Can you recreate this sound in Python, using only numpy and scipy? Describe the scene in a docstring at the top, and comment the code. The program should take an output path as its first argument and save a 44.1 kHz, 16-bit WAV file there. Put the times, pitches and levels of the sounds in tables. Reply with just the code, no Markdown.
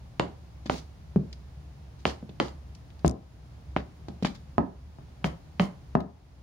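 """On a wooden porch, heeled boots dance close to a stereo microphone that stands on the boards.
Each sole slap and heel knock excites the modes of the planks and sways the deck; the stone wall
reflects the sound. Soles scrape over grit, the boots tick, and one hard stamp sets something rattling
beside the microphone. A low hum, outdoor air and a faint hiss lie underneath; the gain control
ducks everything after the hardest blows."""
import sys
import numpy as np
from scipy import signal
from scipy.fft import rfft, irfft
from scipy.io import wavfile
from scipy.ndimage import uniform_filter1d

SR = 44100
rng = np.random.default_rng(int(sys.argv[2]) if len(sys.argv) > 2 else 0)


def int16_out(signal):
    """Quantize to a 16-bit WAV file."""
    q = np.round(np.clip(np.atleast_2d(signal).T, -1, 1) * 32767)
    wavfile.write(sys.argv[1], SR, q.astype(np.int16))


N = 283430


# plank modes under a sole: pitch_hz, bandwidth_hz, level_db
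SOLE_MODES = [(204, 324, 19.5), (403, 210, 18), (576, 84, 19.5), (793, 117, 18), (941, 148, 16.5),
              (1255, 340, 12), (1660, 390, 8), (2140, 324, 8), (2994, 280, 9.5), (3600, 980, 2),
              (4520, 900, -0.5), (6830, 810, -8.5), (8950, 590, -13.5)]
# sole impacts: start_s, force_db, corner_hz, click_db, board_hz, board_db, planted_fraction, pan_db
SOLE_SLAPS = [(0.1963, 2, 10200, -1.5, 163.5, 30, 0.18, -1), (0.697, 3, 4500, -4, 172, 27.5, 0.53, -1.5),
              (2.0533, 3, 3430, 4, 160, 24, 0.41, -1), (2.4, 2, 5300, 2, 293, 24.5, 0.2, 0),
              (3.7635, 3, 2200, -2.5, 201, 28.5, 0.89, 1), (4.2476, -3, 3500, .5, 198, 34.5, 0.65, 2.5),
              (5.243, -3, 2670, 6, 167, 31, 0.11, 1), (5.5965, 0, 2670, 6, 173.5, 35.5, .05, -2.5)]

def sole_slap(force_db, corner_hz, click_db, board_hz, board_db, planted, pan_db):
    """Contact damping: a flat sole cracks on the planks; the firmer it stays down, the less they ring."""
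    t60_s = np.interp(planted, [0, 1], [0.092, 0.015])
    echo_db = np.interp(planted, [0, 1], [4, -8])
    knock = plank_knock(SOLE_MODES, click_db, scatter=0.05, spread_rad=0.48, dispersed=True)
    knock = amp(force_db) * contact(knock, corner_hz)
    planks = radiate(knock, board_boom(board_hz, board_db, t60_s), echo_db)
    crack = ring(times(0.5), hz=2730, bandwidth_hz=310)  # the stiff sole's own mode
    crack = -amp(force_db - 2.5 + 2.06 * click_db) * contact(crack, corner_hz)
    return (planks + crack) * amp([[pan_db / 2], [-pan_db / 2]])


# plank modes under a heel: pitch_hz, bandwidth_hz, level_db
HEEL_MODES = [(220.6, 133, 23), (408, 75, 16.5), (655, 130, 20.2), (801, 66, 19.1), (996, 142, 16.6),
              (1257, 51, 16.4), (1670, 210, 10.4), (2640, 190, 3.5), (5130, 4400, 3.1)]
# heel impacts: start_s, force_db, corner_hz, board_hz
HEEL_DROPS = [(.659, -21.5, 400, 234), (1.1605, 0, 234, 170.4), (2.2274, -22.5, 392, 206),
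              (2.2932, -23, 447, 171), (3.047, 9, 726, 157.3), (4.0844, -16, 750, 169),
              (4.2257, -8, 290, 185), (4.5815, 8, 1510, 180), (4.986, -27, 1300, 200),
              (5.9525, 10.5, 1400, 178)]

def heel_drop(force_db, corner_hz, board_hz):
    """Contact time shapes the spectrum: a soft landing booms, a hard, brief one knocks."""
    click_db = 9.5 * np.log2(1000 / corner_hz)  # the leather's click stands out in soft landings
    board_db = force_db + 38 - 20 * np.log10(1 + (corner_hz / 950) ** 4)
    t60_s = 0.039 * (174 / board_hz) ** 2.5  # low boards boom longer
    knock = plank_knock(HEEL_MODES, click_db, scatter=0.043, spread_rad=0.91, dispersed=False)
    knock = amp(force_db) * contact(knock, corner_hz)
    return radiate(knock, board_boom(board_hz, board_db, t60_s), echo_db=-0.5 - 0.0047 * force_db)


def plank_knock(modes, click_db, scatter, spread_rad, dispersed, click_hz=1600):
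    """Modal superposition: a blow rings all the plank modes, a little differently at every spot."""
    t = times(0.5)
    knock = np.zeros((2, len(t)))
    # left and right drift apart in phase as waves cross the floor
    drift_rad = spread_rad * (1 - np.exp(-t / 0.00014)) * np.array([[1], [-1]])
    for k, (hz, bandwidth_hz, level_db) in enumerate(modes):
        sign = -1 if dispersed and k % 2 else 1  # alternating signs: the treble arrives first, a clack
        pitch_hz = hz * (1 + scatter * (2 * rng.random() - 1))
        phase = drift_rad * min(hz / 700, 1) * rng.choice([-1, 1])
        gain = amp(level_db + click_db / (1 + (click_hz / hz) ** 4))
        knock -= sign * gain * ring(t, pitch_hz, bandwidth_hz, phase)
    return knock


def contact(x, corner_hz):
    """A contact of finite duration acts as a low-pass filter: the softer, the duller."""
    return signal.lfilter(*signal.butter(2, corner_hz, fs=SR), x)


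def board_boom(hz, level_db, t60_s, sag=0.21, sag_s=0.0082, swell_s=0.0033):
    """Mass loading: the board's fundamental sags in pitch as the weight settles on it."""
    t = times(0.5)
    bandwidth_hz = np.log(1000) / np.pi / t60_s
    loaded_time = t + sag * sag_s * (1 - np.exp(-t / sag_s))
    fundamental = ring(loaded_time, hz, bandwidth_hz)
    overtone = amp(-10.5) * ring(t, 2.253 * hz, 2 * bandwidth_hz)
    return -amp(level_db) * (fundamental + overtone) * (1 - np.exp(-t / swell_s))


def radiate(knock, boom, echo_db):
    """Radiation: the planks give off little of the knock's deep bass; knock and boom excite the echo."""
    knock = signal.lfilter(*signal.butter(2, 150, "high", fs=SR), knock)
    return knock + boom + amp(echo_db) * porch_echo(knock + amp(-8) * boom)


def deck_sway(level_db, swell_s=0.016):
    """Free vibration: the whole deck sways on its joists in one low mode."""
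    t = times(0.5)
    sway = amp(level_db) * ring(t, hz=67, bandwidth_hz=14) * (1 - np.exp(-t / swell_s))
    return np.tile(sway, (2, 1))


# spectrum of grit under a sole: frequency_hz, level_db
GRIT_SPECTRUM = [(100, -39), (400, -3), (1200, 1), (2500, 2), (4700, 3), (7000, -5), (9000, -12.5),
                 (11500, -25.5), (15500, -25.5)]
# sliding strokes: start_s, length_s, level_db, tilt_db_per_octave
SOLE_SCRAPES = [(.657, 0.019, -43, -2), (.700, 0.099, -42.5, 2), (1.99, 0.04, -61.5, 3),
                (2.057, 0.056, -35.5, -1), (2.404, 0.091, -47, 1.5), (3.048, 0.027, -38, -3),
                (3.772, 0.043, -42, -8), (4.084, 0.0047, -45, -2), (4.225, .01, -38, 0),
                (4.249, 0.024, -30, -3), (4.345, 0.023, -51.5, 0), (5.244, 0.03, -40, 4),
                (5.599, 0.059, -46, 6)]

def sole_scrape(length_s, level_db, tilt_db, grain_db=4.0, fade_db=8.5, rise_s=0.001, release_s=0.0016):
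    """Sliding friction: grit crackles under the sole and fades as the foot lifts."""
    t = times(0.5)
    grains = np.repeat(amp(grain_db * rng.standard_normal(len(t))), 30)[:len(t)]
    crackle = unit_rms(coloured(grains * noise(len(t)), GRIT_SPECTRUM, tilt_db))
    crackle *= amp(level_db - fade_db * np.minimum(t / length_s, 1))
    crackle *= np.minimum(t / rise_s, 1) * np.exp(-np.maximum(t - length_s, 0) / release_s)
    return crackle + amp(-1) * porch_echo(crackle)


# small snaps of the boots: start_s, level_db, pitch_hz
BOOT_TICKS = [(1.3285, -40.5, 4860), (2.293, -49.5, 3400), (2.75, -48.5, 5400), (2.903, -53, 3260),
              (2.993, -55, 4500), (3.7692, -31, 2730), (6.005, -40.5, 3850)]

def boot_tick(level_db, hz, decay_s=0.0047):
    """Heavy damping: a tiny snap dies quickly and has one broad resonance."""
    t = times(0.25)
    resonance = [(hz / 10, -25), (hz / 2, -5.5), (hz, 0), (hz * 2, -22), (hz * 3, -40), (hz * 8, -65)]
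    snap = unit_rms(coloured(noise(len(t)), resonance)) * amp(level_db) * np.exp(-t / decay_s)
    return snap + amp(-7) * porch_echo(snap)


# spectrum of the loose object's chatter: frequency_hz, level_db
RATTLE_SPECTRUM = [(1500, -18), (4000, -15.5), (6000, -7), (9000, -10.5), (11000, -31), (15500, -30)]

def rattle_bounce(level_db, touch_s=0.0013, ring_s=0.013, right_db=-16):
    """Impact excitation: something loose lands beside the left microphone port and rings briefly."""
    t = times(0.1)
    chatter = unit_rms(coloured(noise(len(t)), RATTLE_SPECTRUM))
    envelope = np.exp(-2 * (t / touch_s - 1) ** 2) + amp(-27) * np.exp(-t / ring_s)
    return chatter * envelope * amp([[level_db], [level_db + right_db]])


# spectrum of the porch's reflections: frequency_hz, level_db
ECHO_SPECTRUM = [(60, -3), (110, 1), (200, 6.5), (400, -1), (700, -5), (1300, -6.5), (3000, -8.5),
                 (4500, -5), (6000, -6), (15000, -2.5)]
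# reverberation time of the porch: frequency_hz, t60_s
ECHO_DECAY = [(70, 0.25), (200, 0.27), (600, 0.32), (1500, 0.28), (4000, 0.24), (12000, 0.3)]

def porch_echo(x, gap_s=0.00017, build_s=0.0014, early_db=2, early_s=0.022):
    """Reverberation: dense reflections from floor, wall and roof die away band by band."""
    reflections = stereo_pair(rng.choice([-1., 1.], (2, SR // 2)))
    hz, frame_s, bands = signal.stft(reflections, SR, nperseg=256)
    t60_s = curve_at(ECHO_DECAY, hz)[:, None]
    decay = np.exp(-np.log(1000) * frame_s / t60_s) * np.sqrt(np.log(1e6) / t60_s / SR)  # unit energy
    bands *= amp(curve_at(ECHO_SPECTRUM, hz)[:, None]) * decay
    tail = signal.istft(bands, SR, nperseg=256)[1]
    t = np.arange(tail.shape[1]) / SR
    tail *= np.clip((t - gap_s) / build_s, 0, 1) * amp(early_db * np.exp(-t / early_s))
    return signal.fftconvolve(x, tail, axes=1)[:, :x.shape[1]]


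# spectrum of the low hum: frequency_hz, level_db
HUM_SPECTRUM = [(20, -35.5), (35, -28.5), (47, -2), (57, -15.5), (64, 7), (72, 2), (85, -8.5), (120, -18.5),
                (300, -58)]
# spectrum of the outdoor air: frequency_hz, level_db
AIR_SPECTRUM = [(60, -23.5), (110, 0), (155, 0), (190, -10.5), (300, -15), (450, -20.5), (750, -19.5),
                (1400, -28.5), (3000, -37), (5500, -40), (9000, -43), (12000, -55.5), (15500, -57)]

def background(hum_db=-46.5, air_db=-51.5, hiss_db=-69):
    """Stationary noise: a low hum, outdoor air and a faint high hiss, each with a steady spectrum."""
    hum = unit_rms(coloured(stereo_pair(noise(N)), HUM_SPECTRUM))
    air = unit_rms(coloured(stereo_pair(noise(N)), AIR_SPECTRUM))
    hiss = unit_rms(coloured(noise(N), [(300, -11), (2000, 2), (5000, 0), (8000, -10), (14000, -25)]))
    return amp(hum_db) * hum + amp(air_db) * air + amp(hiss_db) * hiss


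# likeness of left and right: frequency_hz, correlation
PORT_COHERENCE = [(60, 0.96), (170, 0.93), (300, 0.6), (700, 0.11), (1500, 0.042), (5000, 0.01)]

def stereo_pair(x):
    """Spatial coherence: two close microphone ports hear alike in the bass, apart in the treble."""
    correlation = curve_at(PORT_COHERENCE, frequencies(x))
    mid, side = rfft(x) * np.sqrt([(1 + correlation) / 2, (1 - correlation) / 2])
    return irfft(np.array([mid + side, mid - side]), x.shape[-1])


def ring(t, hz, bandwidth_hz, phase=0):
    """A damped oscillator: the wider its resonance, the faster it dies."""
    envelope = 2 * np.pi * bandwidth_hz / SR * np.exp(-np.pi * bandwidth_hz * t)
    return envelope * np.sin(2 * np.pi * hz * t + phase)


def coloured(x, spectrum, tilt_db=0):
    """Linear filtering by a spectrum of (frequency_hz, level_db), tilted per octave above 1 kHz."""
    hz = frequencies(x)
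    gain_db = curve_at(spectrum, hz) + tilt_db * np.log2(np.maximum(hz, 1000))
    return irfft(rfft(x) * amp(gain_db), x.shape[-1])


def curve_at(points, hz):
    """Interpolation along a log-frequency axis."""
    point_hz, values = np.transpose(points)
    return np.interp(np.log(hz + 1), np.log(point_hz + 1), values)


def frequencies(x):
    """Frequencies of the Fourier bins of x, in Hz."""
    return np.fft.rfftfreq(x.shape[-1], 1 / SR)


def times(length_s):
    """Sampling instants, in seconds."""
    return np.arange(round(length_s * SR)) / SR


def noise(samples):
    """White noise in two uncorrelated channels."""
    return rng.standard_normal((2, samples))


def amp(db):
    """Decibels to amplitude ratio."""
    return 10 ** (np.asarray(db) / 20)


def unit_rms(x):
    """Normalisation to a mean power of one."""
    return x / np.sqrt(np.mean(x ** 2) + 1e-20)


def add(mix, start_s, sound):
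    """Superposition of a stereo sound on the mix."""
    part = mix[:, round(start_s * SR):][:, :sound.shape[1]]
    part += sound[:, :part.shape[1]]


def scene(stamp_s=3.058, rattle_s=3.0622, bounce_s=0.0162):
    """Linear superposition: footwork, deck and rattle add to the background."""
    mix = background()
    for blows, source in (SOLE_SLAPS, sole_slap), (HEEL_DROPS, heel_drop):
        for start_s, force_db, *landing in blows:
            add(mix, start_s, source(force_db, *landing))
            add(mix, start_s + 0.011, deck_sway(force_db + 25))  # sway is proportional to force
    for events, source in (SOLE_SCRAPES, sole_scrape), (BOOT_TICKS, boot_tick):
        for start_s, *settings in events:
            add(mix, start_s, source(*settings))
    add(mix, stamp_s, deck_sway(level_db=44.5))  # one stamp lands on a springy spot
    # the rattle bounces about once per swing of the deck, highest on the second, then settles
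    for k, level_db in enumerate([-24.5, -18.5, -27, -35.5]):
        add(mix, rattle_s + k * bounce_s, rattle_bounce(level_db))
    return mix


def record(dry, notch_db=-14, threshold_db=-14.5, recovery_db_per_s=9, top_hz=15950):
    """Filtering and compression: the ports cut bass and notch the treble; hard blows duck the gain."""
    heard = signal.lfilter(*signal.butter(2, 42, "high", fs=SR), dry)
    heard -= (1 - amp(notch_db)) * signal.lfilter(*signal.iirpeak(7950, 8, fs=SR), heard)
    sensed = signal.lfilter(*signal.butter(1, 220, "high", fs=SR), heard)  # booms count less than knocks
    power_db = 10 * np.log10(abs(uniform_filter1d((sensed ** 2).mean(0), size=130)) + 1e-12)
    recovery_db = np.arange(N) / SR * recovery_db_per_s
    held_peak_db = np.maximum.accumulate(power_db + recovery_db) - recovery_db
    duck_db = np.maximum(held_peak_db - threshold_db, 0)
    heard /= amp(uniform_filter1d(duck_db, size=60))
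    heard /= (1 + heard ** 4) ** (1 / 4)  # soft saturation rounds the peaks
    low_pass = signal.firwin(511, top_hz, window=("kaiser", 9), fs=SR)
    return signal.oaconvolve(heard, low_pass[None], "same")


dry = scene()
out = record(dry)
int16_out(out)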